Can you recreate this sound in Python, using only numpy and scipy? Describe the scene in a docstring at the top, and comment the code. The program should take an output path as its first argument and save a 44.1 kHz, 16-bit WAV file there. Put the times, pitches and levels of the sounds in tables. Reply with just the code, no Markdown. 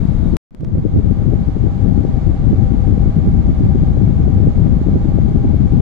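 """Air from a dashboard vent buffets a stereo microphone held close in front of it, inside an idling van.
Turbulence and passing eddies thump on the two microphone ports, the left one harder. Behind them
the grille hisses, the vent whistles, the duct rings, the blower motor whines and the engine throbs.
Early on the sound cuts out with a pop, then fades back in with a few small ticks."""
import sys
import numpy as np
from scipy import signal
from scipy.fft import rfft, irfft, next_fast_len
from scipy.io import wavfile
from scipy.ndimage import uniform_filter1d, minimum_filter1d

SR = 44100
rng = np.random.default_rng(int(sys.argv[2]) if len(sys.argv) > 2 else 0)


def wrap_up_sound(samples):
    """Save the sound to the file named by the first command line argument, as 16-bit audio."""
    columns = np.atleast_2d(samples).T
    # keep every value between -1 and 1, then stretch to whole-number steps
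    tamed = np.clip(columns, -1, 1)
    steps = np.round(tamed * 32767).astype(np.int16)
    wavfile.write(sys.argv[1], SR, steps)


N = 256220
TIME = np.arange(N) / SR
GAP_START_S, GAP_END_S = 0.3688, 0.508


def air_stream(jet_db):
    """Each port has its own turbulence; the right one lies at the ragged edge of the jet."""
    left_db, right_db = jet_db
    return np.array([buffet(left_db, churn_db=3.5, boost_db=2.5),
                     buffet(right_db, churn_db=2.0, boost_db=1.5)])


def jet_level_db(flap_hz=10, left_flap_db=1.0, right_flap_db=0.57):
    """The vent's jet flaps at random, slips off the left port and swings wide over the right."""
    # mean strength of the jet as the right port drifts into it: time_s, left_db, right_db
    stream = [(.35, -12.5, -26), (.53, -19, -22), (.57, -26, -26.5), (.6, -16, -17), (.7, -9.5, -16),
              (.95, -9, -20), (1.7, -12, -23), (2.3, -11.5, -23.5), (3.0, -10, -20.8), (3.7, -9.5, -17.5),
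              (4.4, -10.5, -19.5), (5.15, -10.5, -21), (5.7, -9, -19.5)]
    # the jet slips off the left port: time_s, drop_db, width_s
    lulls = [(.82, 8, 0.011), (1.455, 13.5, 0.012), (1.505, 3.5, .016), (2.125, 4, .015), (2.2, 9.5, .015),
             (2.37, 8, .015), (2.65, 3, 0.0056), (2.8, 4.5, 0.021), (3.13, 11, 0.015), (3.29, 8.5, 0.015),
             (3.35, -1, .012), (3.55, 5, 0.0089), (3.85, 4, 0.011), (4.54, 7, .012), (5.02, 4.5, .013),
             (5.11, 8, 0.016), (5.69, 6, .014)]
    # the jet swings over the right port: time_s, rise_db, width_s
    swings = [(.23, 6, .022), (.63, 6, .025), (.78, 7.5, .025), (.96, 10.5, 0.031), (2.529, 13, 0.02),
              (3.28, 8, 0.015), (3.64, 3.5, 0.016), (4.07, 2.5, .018), (4.37, 6, .016), (4.49, 4, .02),
              (4.96, 7.5, 0.023), (5.46, 4, 0.027)]
    left_db, right_db = in_time(stream)
    return np.array([left_db + left_flap_db * drift(flap_hz) - bumps(lulls),
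                     right_db + right_flap_db * drift(flap_hz) + bumps(swings)])


def buffet(gust_db, churn_db, boost_db, churn_hz=31, steepen=0.37, brighten=0.11):
    """Turbulence on one port: when the local air speed jumps, the small fast eddies gain most."""
    # pressure spectrum of the turbulence: frequency_hz, relative_db
    pressure = [(15, -23.5), (25, -15.5), (33, -3.5), (45, -3), (70, 0), (110, -3), (185, -6), (260, -12.5),
                (350, -20), (480, -32.5), (700, -40.5), (1100, -62.5)]
    speed = 2 * np.tanh(drift(churn_hz) / 2)
    surge_db = gust_db - np.mean(gust_db)
    out, power = 0, 0
    for centre in 25 * 2. ** np.arange(7):
        def band(hz):
            """One octave of the turbulence."""
            return at_hz(pressure, hz) * np.cos(np.pi / 2 * np.clip(np.log2(hz / centre), -1, 1))
        band_power = np.sum(band(np.arange(1, 2 * centre)) ** 2)
        smallness = max(np.log2(centre / 70), 0)  # octaves above 70 Hz
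        flutter = rms_one(from_db(churn_db * (0.69 + steepen * smallness) * speed))
        surge = from_db(brighten * smallness * surge_db)
        out = out + np.sqrt(band_power) * noise(band) * flutter * surge
        power += band_power
    return from_db(gust_db + boost_db) * out / np.sqrt(power)


def strong_eddies():
    """The strongest vortices thump on one port at a time."""
    # vortex hits: time_s, peak_db, port (0 left, 1 right), pass_s
    hits = [(.054, -0.5, 0, 0.0012), (.338, -1, 0, .00098), (.547, -24, 0, 0.00092),
            (.633, -10, 1, 0.00077), (.774, -15, 1, 0.00056), (.853, -3, 0, .00078), (.861, -5, 0, 0.0007),
            (.962, -9.5, 1, 0.00066), (1.0, -5.5, 0, 0.00086), (1.112, -7, 0, .00072),
            (1.336, -5, 0, 0.00058), (1.568, -6, 0, 0.0008), (1.641, 0.5, 0, 0.001),
            (1.862, -7, 0, 0.00074), (1.977, -2, 0, 0.00091), (2.051, -5, 0, 0.00069),
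            (2.531, -6.5, 1, 0.00077), (2.721, 3, 0, 0.001), (2.748, -19, 1, 0.00039),
            (2.926, 0.5, 0, 0.00082), (2.979, -4, 0, 0.00081), (3.059, -8, 0, 0.00063),
            (3.075, -16, 1, 0.00074), (3.276, -1.5, 1, .00082), (3.699, -5, 0, 0.00083),
            (3.757, 4, 0, 0.00087), (3.974, -8.5, 0, 0.0006), (4.281, -7, 0, 0.00055),
            (4.403, -7, 0, 0.00074), (4.473, -6.5, 0, 0.00062), (4.816, -3, 1, .00093),
            (4.886, -7, 0, 0.00062), (4.958, -4, 1, 0.0008), (5.12, -13.5, 1, 0.00058),
            (5.187, -3.5, 0, 0.0006), (5.545, -5, 0, 0.00071)]
    return eddies(hits)


def lesser_eddies(jet_db, per_s=4, over_jet_db=-1.5, pass_s=0.00072):
    """Small vortices arrive at random, their strength following the jet that carries them."""
    arrivals = np.argwhere(rng.random((N, 2)) < per_s / SR)
    return eddies([(i / SR, jet_db[port, i] + over_jet_db, port, pass_s) for i, port in arrivals])


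def eddies(rows, wake_db=-9, wake_s=0.01186, wake_count=2, pass_spread=0.058):
    """A passing vortex pushes and sucks at a port within milliseconds, with weaker ones around it."""
    out = np.zeros((2, N))
    chances = rng.uniform(-1.1, 1, (len(rows), 3, wake_count + 1))
    for (s, db, port, pass_s), chance in zip(rows, chances):
        near = slice(max(int((s - .03) * SR), 0), int((s + .03) * SR))
        for k, (sign, lag, stretch) in enumerate(chance.T):
            in_wake = k > 0
            width_s = pass_s * np.exp(in_wake * pass_spread * stretch)
            passage = (TIME[near] - s - in_wake * lag * wake_s) / width_s
            peak = np.sign(sign) * from_db(db + in_wake * wake_db)
            out[int(round(port)), near] += peak * passage * np.exp((1 - passage ** 2) / 2)
    return out


def blower(left_db=-36.0, right_db=-40.0):
    """Air hisses through the grille and rings in the duct and slats, over the motor's whine."""
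    # grille hiss at the left port: frequency_hz, relative_db
    rush_left = [(100, 5), (500, 8), (720, -0.5), (900, -1.5), (1100, -7.5), (1500, -13), (2250, -13),
                 (2650, -22.5), (3600, -21), (5500, -30), (6600, -23.5), (7700, -36.5), (11700, -42.5),
                 (12400, -60.5), (16000, -66)]
    # grille hiss at the right port: frequency_hz, relative_db
    rush_right = [(100, -5), (580, 4.5), (730, -0.5), (1000, -1), (1500, -5), (1900, -11.5), (2550, -16.5),
                  (3300, -15), (4900, -20.5), (6000, -27.5), (7100, -25.5), (8500, -32.5), (10000, -37.5),
                  (11700, -46.5), (12400, -63.5), (16000, -69.5)]
    # resonances of duct and slats: pitch_hz, width_hz, left_db, right_db
    duct_modes = [(499.3, 4.7, -47, -44.5), (634, 68, -47.5, -43), (957, 25, -65, -56.5),
                  (1083, 18, -65.5, -64.5), (1189, 9.5, -61.5, -56.5), (1476, 18, -73.5, -65.5),
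                  (2005, 31, -75, -63.5), (2210, 82, -64, -64), (6590, 30, -78, -82.5)]
    # how strongly the duct is heard as the microphone settles at the vent: time_s, gain_db
    duct_reach = [(.35, -2), (1.0, -3), (3.5, -2)]
    # slat edges, heard only before the gap: pitch_hz, width_hz, left_db, right_db
    slat_edges = [(1390, 80, -58, -71), (3760, 85, -67, -67.5), (8600, 1100, -79, -73)]
    left = from_db(left_db) * reflections(noise(lambda hz: at_hz(rush_left, hz)))
    right = from_db(right_db) * reflections(noise(lambda hz: at_hz(rush_right, hz)))
    duct = (motor_whine() + resonances(duct_modes)) * from_db(in_time(duct_reach))
    slats = resonances(slat_edges) * (TIME < GAP_END_S)
    return np.array([left, right]) + duct + slats


def reflections(hiss, echo_db=-22, latest_s=0.015, count=12):
    """Early echoes from dashboard, glass and hand ripple the colour of the hiss."""
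    lags = (rng.uniform(0.0011, latest_s, count) * SR).astype(int)
    echoes = sum((-1) ** k * np.roll(hiss, lag) for k, lag in enumerate(lags))
    return rms_one(hiss + from_db(echo_db) * echoes)


def resonances(rows):
    """Air noise rings in narrow bands, common to both ports."""
    return sum(from_db(port_db)[:, None] * noise(lambda hz: 1 / np.hypot(1, ((hz - centre) / width) ** 2))
               for centre, width, *port_db in rows)


def whistle(width_hz=23, wander_hz=9, wander_rate_hz=10, own_share=0.22):
    """The vent's breathy tone wanders with the flow; part reaches each port by a path of its own."""
    # lower and stronger once the microphone has settled: time_s, pitch_hz, left_db, right_db
    course = [(.35, 814, -57, -57), (.6, 775, -55, -48.5), (1.0, 783, -52, -43.5), (1.5, 781, -49, -44.5),
              (1.73, 790, -45.5, -41), (2.15, 780.4, -46.5, -44), (3.0, 781.5, -45.5, -42.5),
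              (5.7, 789.4, -48, -45)]
    hz, *port_db = in_time(course)
    phase = 2 * np.pi * np.cumsum(hz + wander_hz * drift(wander_rate_hz)) / SR
    common, left, right = [drift(width_hz) * np.cos(phase) + drift(width_hz) * np.sin(phase)
                           for _ in range(3)]
    tone = np.sqrt(1 - own_share) * common + np.sqrt(own_share) * np.array([left, right])
    return from_db(port_db) * tone


def motor_whine(pitch_hz=909.8, waver_hz=1.8, left_db=-61.5, right_db=-52.5):
    """The blower motor's thin, wavering tone, a quarter cycle apart at the two ports."""
    phase = 2 * np.pi * np.cumsum(pitch_hz + waver_hz * drift(6.7)) / SR
    return np.sqrt(2) * from_db([[left_db], [right_db]]) * np.array([np.cos(phase), np.sin(phase)])


def engine(firing_hz=26.52, wander=0.0076, uneven_db=0.5):
    """Only the low firing orders of the idle pass into the cabin, each a little unsteady."""
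    # engine orders: multiple of the firing rate, level_db
    orders = [(1, -27), (2, -34.5), (3, -39), (4, -33), (5, -42.5), (7, -45)]
    phase = 2 * np.pi * np.cumsum(firing_hz * (1 + wander * drift(6.7))) / SR
    out = 0
    for multiple, db in orders:
        amplitude = np.sqrt(2) * from_db(db + uneven_db * drift(3.6))
        out = out + amplitude * np.sin(round(multiple) * phase + rng.uniform(0, 2 * np.pi))
    return out


def clicks(decay_s=0.00036, snap_s=0.00019, snap_db=-20, ring_hz=5700, ring_s=0.00056):
    """Dry ticks: a sudden step dies away with a tiny snap and a brief ring, all dulled by a low-pass."""
    # a pop at the cut, then ticks: start_s, drive_db, left_over_right_db, dull_above_hz, ring_db
    ticks = [(0.3685, -21, 26, 16000, -39), (0.5102, -45, 16, 2200, -36), (0.5485, -38, 24, 18000, -36),
             (0.6085, -37, -13, 8500, -26), (0.6454, -36, 0, 14000, -11), (0.6487, -26.5, 4, 7000, -27),
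             (.7085, -51, 0, 12000, -12)]
    out = np.zeros((2, N))
    age = TIME[:SR // 50]
    for start_s, db, pan_db, dull_hz, ring_db in ticks:
        start = int(start_s * SR)
        step = np.exp(-age / decay_s)
        snap = from_db(snap_db) * rng.standard_normal(len(age)) * np.exp(-age / snap_s)
        ring = from_db(ring_db) * np.sin(2 * np.pi * ring_hz * age) * np.exp(-age / ring_s)
        pole = np.exp(-2 * np.pi * dull_hz / SR)
        tick = signal.lfilter([(1 - pole) ** 2], [1, -2 * pole, pole ** 2], step + snap + ring)
        out[:, start:start + len(age)] += from_db([[db + pan_db / 2], [db - pan_db / 2]]) * tick
    return out


def fade_in(start_db=-26, recovery_s=0.41):
    """Full gain before the gap; after it the gain starts low and recovers, quickly at first."""
    missing = (1 - from_db(start_db)) * np.exp(-np.maximum(TIME - GAP_END_S, 0) / recovery_s)
    return 1 - missing * (TIME > GAP_START_S)


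def from_db(db):
    """Decibels to gain."""
    return 10 ** (np.asarray(db) / 20)


def rms_one(x):
    """Scale to unit rms."""
    return x / np.sqrt(np.mean(x ** 2) + 1e-20)


def in_time(rows):
    """Each column of a curve at every sample."""
    s, *columns = np.transpose(rows)
    return np.array([np.interp(TIME, s, column) for column in columns])


def at_hz(points, hz):
    """Gain of a spectrum, read on a log-frequency axis."""
    centres, db = np.transpose(points)
    return from_db(np.interp(np.log(hz), np.log(centres), db))


def noise(shape):
    """Unit-rms noise with the spectrum shape(hz)."""
    size = next_fast_len(N)
    hz = np.maximum(np.fft.rfftfreq(size, 1 / SR), 1)
    return rms_one(irfft(rfft(rng.standard_normal(size)) * shape(hz), size)[:N])


def drift(rate_hz):
    """A random wander of unit rms, changing about rate_hz times a second."""
    return noise(lambda hz: np.exp(-.5 * (hz / rate_hz) ** 2))


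def bumps(rows):
    """A smooth bell of the given height in dB and width at each time."""
    return sum(db * np.exp(-.5 * ((TIME - s) / width_s) ** 2) for s, db, width_s in rows)


def scene(close_s=0.0015):
    """Vent and engine at the microphone, broken by a short gap; strong eddies and ticks skip the fade."""
    jet_db = jet_level_db()
    cabin = air_stream(jet_db) + blower() + whistle() + engine() + lesser_eddies(jet_db)
    gate = np.clip((GAP_START_S - TIME) / close_s, 0, 1) + (TIME > GAP_END_S)
    return (cabin * fade_in() + strong_eddies()) * gate + clicks()


def record(dry, ceiling=0.96, cutoff_hz=17400):
    """A look-ahead limiter holds the biggest thumps down; the ends are soft and the top is cut."""
    window = SR // 200
    needed_gain = np.minimum(1, ceiling / (np.abs(dry) + 1e-9))
    held_gain = minimum_filter1d(needed_gain, 2 * window)
    gain = uniform_filter1d(uniform_filter1d(held_gain, window), window)
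    ends = np.clip(np.minimum(TIME, TIME[-1] - TIME) / .003, 0, 1)
    low_pass = signal.cheby2(12, 70, cutoff_hz, fs=SR, output="sos")
    return signal.sosfilt(low_pass, dry * gain * ends)


dry = scene()
out = record(dry)
wrap_up_sound(out)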